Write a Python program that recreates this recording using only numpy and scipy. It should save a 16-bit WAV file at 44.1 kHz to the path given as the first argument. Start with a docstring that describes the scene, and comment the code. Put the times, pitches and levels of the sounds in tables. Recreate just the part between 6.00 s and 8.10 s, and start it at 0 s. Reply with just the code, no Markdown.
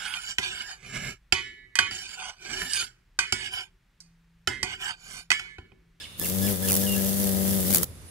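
"""Faint outdoor air and a thin insect hiss run throughout; a far bird repeats a two-part call for 1 s,
the first with a soft raspy burst. At 0.17 s a large bee, very close, starts beating its wings.
Each wingbeat gives a low, reedy hum and dry rasps. The wing tips clatter against a leaf,
lightly at first, harder near 0.7 s and 1.75 s. At 1.85 s the bee settles; one tiny tick follows."""
import sys
import numpy as np
from scipy import signal
from scipy.fft import rfft, irfft
from scipy.io import wavfile

SR = 44100
rng = np.random.default_rng(int(sys.argv[2]) if len(sys.argv) > 2 else 0)


def pcm_store(signal):
    """Save signal as 16-bit PCM."""
    levels = np.round(np.clip(np.atleast_2d(signal), -1, 1) * 32767)
    wavfile.write(sys.argv[1], SR, levels.astype(np.int16).T)


N = 92610
T = np.arange(N) / SR
EDGE_HZ = 15750
STEADY_HZ = 93.35  # a slower beat stumbles and loses overtones
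FLIP_CYCLES = 0.24  # place of the wing flip in the beat

# wingbeat: (time [s], rate [Hz])
BEAT = [(.19,83.4),(.25,87.6),(.335,94.7),(.39,95.6),(.445,98.7),(.5,102.1),(.57,89.6),(.64,95.7),(.72,95.4),(.88,98.8),(1.02,96.8),(1.23,99.4),(1.3,96.1),(1.56,97),(1.65,91.7),(1.725,99.3),(1.775,86.5),(1.84,87.9)]
# hum: (time [s], level of harmonics 1-3 [dB], level of the overtones above [dB])
HUM = [(.19,-45.5,-51),(.226,-36,-38.5),(.27,-36,-45.5),(.32,-32,-42.5),(.432,-27,-42.5),(.516,-30.5,-36),(.576,-34.5,-44.5),(.634,-31.5,-41),(.772,-28.5,-38.5),(1.08,-28,-40.5),(1.16,-30,-42.5),(1.24,-27.5,-39.5),(1.564,-27,-39),(1.63,-29,-39.5),(1.728,-27,-40.5),(1.752,-36.5,-40),(1.784,-30,-36),(1.84,-36.5,-43)]
# wingbeat harmonics from the first up: (left gain [dB], right gain [dB])
HARMONICS = [(-9,-8.5),(3,-12.5),(-17,-25),(-1,-5),(2.5,-11.5),(2,-17),(-10,-20.5),(-12,-38),(-17.5,-38),(-15,-42),(-19,-37),(-40,-46)]


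def amp(db):
    """Decibels to gain."""
    return 10 ** (np.asarray(db) / 20)


def unit(x):
    """Scale to rms 1."""
    return x / np.sqrt(np.mean(x ** 2) + 1e-20)


def curve(rows, col=1):
    """Table column, linearly interpolated in time."""
    rows = np.array(rows)
    return np.interp(T, rows[:, 0], rows[:, col])


def pan(db):
    """Stereo gains for a left-minus-right level."""
    return unit(amp([[db / 2], [-db / 2]]))


def colour(x, spectrum):
    """Filter by (frequency [Hz], gain [dB]) points; rms 1."""
    hz, db = np.transpose(spectrum)
    f = np.fft.rfftfreq(N, 1 / SR)
    gain = amp(np.interp(np.log(f + 1), np.log(hz), db)) * (f < EDGE_HZ)
    return unit(irfft(rfft(x) * gain, N))


def noise(spectrum):
    """Coloured noise, independent per channel."""
    return colour(rng.standard_normal((2, N)), spectrum)


def drift(rate_hz):
    """Low-passed random wander; rms 1."""
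    f = np.fft.rfftfreq(N, 1 / SR)
    return unit(irfft(rfft(rng.standard_normal(N)) * np.exp(-(f / rate_hz) ** 2) * (f > 0), N))


def scatter(x, t60_s):
    """Diffuse reflections from foliage."""
    t = T[:SR // 2]
    tail = rng.standard_normal((2, len(t))) * np.exp(-np.log(1000) * t / t60_s)
    return signal.fftconvolve(x, tail / np.linalg.norm(tail[0]), axes=1)[:, :N]


def outdoors():
    """Low rumble of air, faint hiss and a narrow, slowly rising band of distant insects."""
    # open-air spectra: (frequency [Hz], gain [dB])
    rumble_spectrum = [(20,-38),(45,-12),(85,1),(140,-9),(300,-16.5),(600,-22.5),(1100,-42.5),(3000,-65)]
    hiss_spectrum = [(300,-7),(1100,3),(2200,1),(3400,-4),(4500,-1.5),(8000,-2.5),(12000,-2),(15500,-21)]
    # background: (time [s], rumble level [dB], insect level [dB])
    levels = [(0,-50.5,-58),(.12,-51.5,-57),(1.85,-41.5,-58),(1.95,-46.5,-60),(2.04,-47.5,-60),(2.1,-49,-47)]
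    insect_hz, rise_hz_per_s, width_hz = 9340, 330, 710
    rumble = noise(rumble_spectrum)
    rumble = unit(rumble + 0.44 * rumble[::-1]) * amp(curve(levels))  # channels partly correlated
    carrier = np.sin(2 * np.pi * np.cumsum(insect_hz + rise_hz_per_s * T) / SR)
    insects = unit(carrier * np.array([drift(width_hz), drift(width_hz)])) * amp(curve(levels, col=2))
    hiss = noise(hiss_spectrum) * amp(-54)
    return rumble + hiss * pan(-3.5) + insects * pan(-1)


def far_birds():
    """Thin ringing wash of distant birdsong, dying away."""
    # birdsong band: (frequency [Hz], gain [dB])
    spectrum = [(2200,-17),(2860,-1.5),(3250,-13),(3540,4.5),(4000,-8),(5600,-26)]
    start_db, fade_db_per_s = -49, 9
    return noise(spectrum) * amp(start_db - fade_db_per_s * T)


def bird_tone(hz, rough, partials_db=(0,)):
    """Harmonic tone with random pitch deviation of relative rms `rough`."""
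    phase = 2 * np.pi * np.cumsum(hz * (1 + rough * drift(371))) / SR
    return np.sqrt(2) * sum(amp(db) * np.sin(k * phase) for k, db in enumerate(partials_db, 1))


def bird():
    """Nasal notes alternating with falling chirps and, once, a whistle; garden echo."""
    # nasal notes: (start [s], length [s], level [dB], tilt [dB per partial])
    notes = [(0,0.031,-47.5,6),(.195,0.046,-44.5,4),(.413,0.071,-41,3.5),(.625,0.044,-39,-3),(.82,0.048,-42,-3),(.95,0.065,-42,-9)]
    # falling chirps: (start [s], length [s], from [Hz], to [Hz], level [dB])
    chirps = [(0.032,0.043,3080,1490,-43),(0.236,0.038,2980,1220,-40),(0.468,.032,2960,1120,-42),(0.674,0.058,3010,1740,-38.5)]
    # clear whistle: (time [s], pitch [Hz], level [dB])
    whistle = [(.866,3100,-36),(.876,2860,-38.5),(.895,2825,-34.5),(.943,2774,-40.5),(.954,2670,-38)]
    note_hz = 1630
    whistling = (T > whistle[0][0]) * (T < whistle[-1][0])
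    song = bird_tone(curve(whistle), rough=0.0052) * amp(curve(whistle, col=2)) * whistling
    for start_s, length_s, db, tilt_db in notes:
        partials_db = np.array([-2, -6, -9]) + tilt_db * np.arange(3)
        arch = abs(np.sin(np.pi * np.clip((T - start_s) / length_s, 0, 1)))
        hz = note_hz * (1 + 0.05 * arch)
        song += amp(db) * arch * bird_tone(hz, rough=0.022, partials_db=partials_db)
    for start_s, length_s, from_hz, to_hz, db in chirps:
        progress = np.clip((T - start_s) / length_s, 0, 1)
        hz = from_hz + (to_hz - from_hz) * progress ** 1.7
        song += amp(db) * abs(np.sin(np.pi * progress ** 0.56)) * bird_tone(hz, rough=0.08)
    song = song * pan(-1)
    return song + amp(-6) * scatter(song, t60_s=0.55)


def soft_rasps():
    """A soft, raspy burst near 3.4 kHz with the bird's first call; one tiny tick after the bee stops."""
    # bursts: (centre [s], level [dB], Gaussian width [s])
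    bursts = [(0.031,-43,0.027),(2.088,-57,0.0035)]
    # burst spectrum: (frequency [Hz], gain [dB])
    spectrum = [(1000,-10),(3400,11.5),(6000,-2.5),(8500,-0.5),(11000,-12),(15000,-25)]
    envelope = sum(amp(db) * np.exp(-((T - at_s) / width_s) ** 2 / 2) for at_s, db, width_s in bursts)
    return noise(spectrum) * envelope * amp(0.83 * drift(400)) * pan(-10)


def leaf_strikes():
    """Each blow of a wing tip on a leaf: a bright snap with a duller knock."""
    # blows: (time [s], level [dB], left minus right [dB], decay [s])
    blows = [(.1978,-18,-5,0.00034),(0.259,-22,1,.0004),(.276,-23,4,.0004),(0.288,-22.5,8,.0005),(0.299,-20,-5,.0007),(0.687,-19,-6,0.0014),(0.7004,-16,-2,0.0011),(0.709,-18,1,0.001),(0.72,-12,-7,0.00072),(0.73,-14.5,-2,0.00087),(0.741,-17,-11,0.0012),(0.7537,-13,-3,0.00079),(0.766,-18,-1,0.00083),(0.771,-18,-8,.0007),(1.707,-17,2.5,0.0014),(1.7176,-17,5,.0006),(1.7283,-15,21,0.00069),(1.738,-15.5,8,0.0012),(1.7476,-7,3,0.00083),(1.7584,-12.5,-3,.0011),(1.762,-13,5,0.00052),(1.7713,-14.5,21,.001),(1.783,-17.5,-1,.0012),(1.8328,-15,-4,0.001)]
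    # impact spectra: (frequency [Hz], gain [dB])
    snap_spectrum = [(500,-12),(2500,-35),(4000,-8.5),(6500,-3),(9000,2),(12000,4),(15500,2)]
    knock_spectrum = [(100,-4),(500,-1),(1400,2),(3000,-4),(6000,0.5),(15000,-40)]
    rise_per_decay = 0.57
    impact = noise(snap_spectrum) + amp(-12.5) * noise(knock_spectrum)
    out = np.zeros((2, N))
    for at_s, db, pan_db, decay_s in blows:
        age = (T - at_s) / decay_s
        envelope = np.exp(-np.maximum(age, -age / rise_per_decay) ** 1.42 / 2)
        out += amp(db) * pan(pan_db) * envelope * impact
    return out


def wing_rasp(cycles):
    """Crackly hiss flaring at set places in each wingbeat, no two beats alike."""
    # flares in one beat: (place [cycles], width [cycles], left gain [dB], right gain [dB])
    flares = [(.22,0.012,11,-5),(.33,0.0096,9,-3),(0.17,0.14,3,-0.5),(0.75,0.013,-1,3),(.78,0.1,1,7)]
    # rasp spectrum: (frequency [Hz], gain [dB])
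    spectrum = [(300,-1),(800,-12),(1200,-15.5),(1800,-11.5),(2400,-15.5),(3300,-9),(4200,-9),(5500,-7.5),(7500,-6.5),(9500,-2.5),(12500,0.5),(14000,-3),(15500,-2)]
    # rasp envelope: (time [s], level [dB])
    levels = [(.19,-38.5),(.207,-35.5),(.215,-32.5),(.255,-29),(.32,-32),(.44,-30),(.52,-28),(.59,-36.5),(.628,-32),(.65,-27),(.75,-27),(.84,-28.5),(1.1,-29.5),(1.23,-28.5),(1.33,-31),(1.55,-28.5),(1.63,-30),(1.76,-26.5),(1.81,-33.5),(1.838,-26.5)]
    jitter_cycles, spread_db, crackle_db = 0.005, 2.2, 2.6
    beat_index, power = cycles.astype(int), np.ones((2, N))
    for place, width, left_db, right_db in flares:
        size, shift = rng.standard_normal((512, 2))[beat_index].T  # one draw per beat
        flare = np.exp(-((cycles % 1 - place - jitter_cycles * shift) / width) ** 2 / 2)
        power += flare * amp(np.array([[left_db], [right_db]]) + spread_db * size) ** 2
    grains = rng.standard_normal((2, N)) * amp(crackle_db * drift(2300))
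    return colour(grains * np.sqrt(power), spectrum) * amp(curve(levels))


def wing_flip(cycles):
    """The snap of each flip extends the harmonics into the treble: a reedy buzz."""
    # high harmonics: (frequency [Hz], gain [dB])
    spectrum = [(1280,3.5),(1500,-11),(1900,3),(2300,-9.5)]
    snap = sum(np.cos(2 * np.pi * k * (cycles - FLIP_CYCLES)) for k in range(len(HARMONICS) + 1, 44))
    return colour(snap, spectrum) * amp(curve(HUM, col=2) - 11) * pan(9)


def wing_hum(cycles):
    """Wingbeat harmonics and draught; up and down strokes give a strong second harmonic."""
    # stroke asymmetry: (time [s], left gain of harmonics 1 and 3 [dB])
    asymmetry = [(.2,-6),(.35,4.5),(.48,8),(.75,5.5),(.9,-3.5),(1.2,-14),(1.3,-1.5),(1.62,-8.5),(1.76,4.5),(1.84,-4)]
    # air stirred by the wings: (frequency [Hz], gain [dB])
    draught_spectrum = [(20,-33),(45,-22),(75,3),(130,-2),(250,-4.5),(340,-8.5),(520,-8),(700,-11.5),(1100,-27),(2500,-25)]
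    waver_db, flutter_db, slow_loss_db_per_hz = 1.1, 0.5, 0.5
    low_db = curve(HUM)
    odd_db = curve(asymmetry) * np.array([[1], [0]])
    high_db = curve(HUM, col=2) - slow_loss_db_per_hz * np.maximum(STEADY_HZ - curve(BEAT), 0)
    out = noise(draught_spectrum) * amp(low_db - 9)
    for k, sides_db in enumerate(HARMONICS, 1):
        level_db = low_db + odd_db * (k % 2) if k <= 3 else high_db
        wander_db = (waver_db * drift(19) + flutter_db * drift(44)) * (k > 2)
        wave = np.sqrt(2) * np.cos(2 * np.pi * k * (cycles - FLIP_CYCLES * (k > 2)))
        out += amp(sides_db)[:, None] * amp(level_db + wander_db) * wave
    return out


def bee():
    """One wingbeat drives hum, flip and rasp; near leaves scatter the treble, the garden adds a tail."""
    start_s, stop_s, attack_s, release_s = 0.1715, 1.846, 0.026, 0.0027
    start_cycles, jitter_cycles, stumble_cycles_per_hz = 0.17, 0.007, 0.0088
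    beat_hz = curve(BEAT)
    stumble = stumble_cycles_per_hz * np.maximum(STEADY_HZ - beat_hz, 0) * drift(75)
    cycles = start_cycles + np.cumsum(beat_hz) / SR + jitter_cycles * drift(18) + stumble
    beating = np.clip((T - start_s) / attack_s, 0, 1) * np.clip((stop_s - T) / release_s, 0, 1)
    treble = beating * (wing_rasp(cycles) + wing_flip(cycles)) + leaf_strikes()
    buzz = beating * wing_hum(cycles) + treble
    return buzz + amp(-14) * scatter(treble, t60_s=0.025) + amp(-18) * scatter(buzz, t60_s=0.2)


def scene():
    """Bee in front, birds and garden behind."""
    return bee() + soft_rasps() + bird() + far_birds() + outdoors()


def record(dry):
    """Soft peak limiter, then low-pass."""
    ceiling = 0.78
    limited = dry / (1 + (dry / ceiling) ** 6) ** (1 / 6)
    lowpass = signal.firwin(511, EDGE_HZ, window=("kaiser", 9), fs=SR)
    return signal.oaconvolve(limited, lowpass[None], "same")


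dry = scene()
out = record(dry)
pcm_store(out)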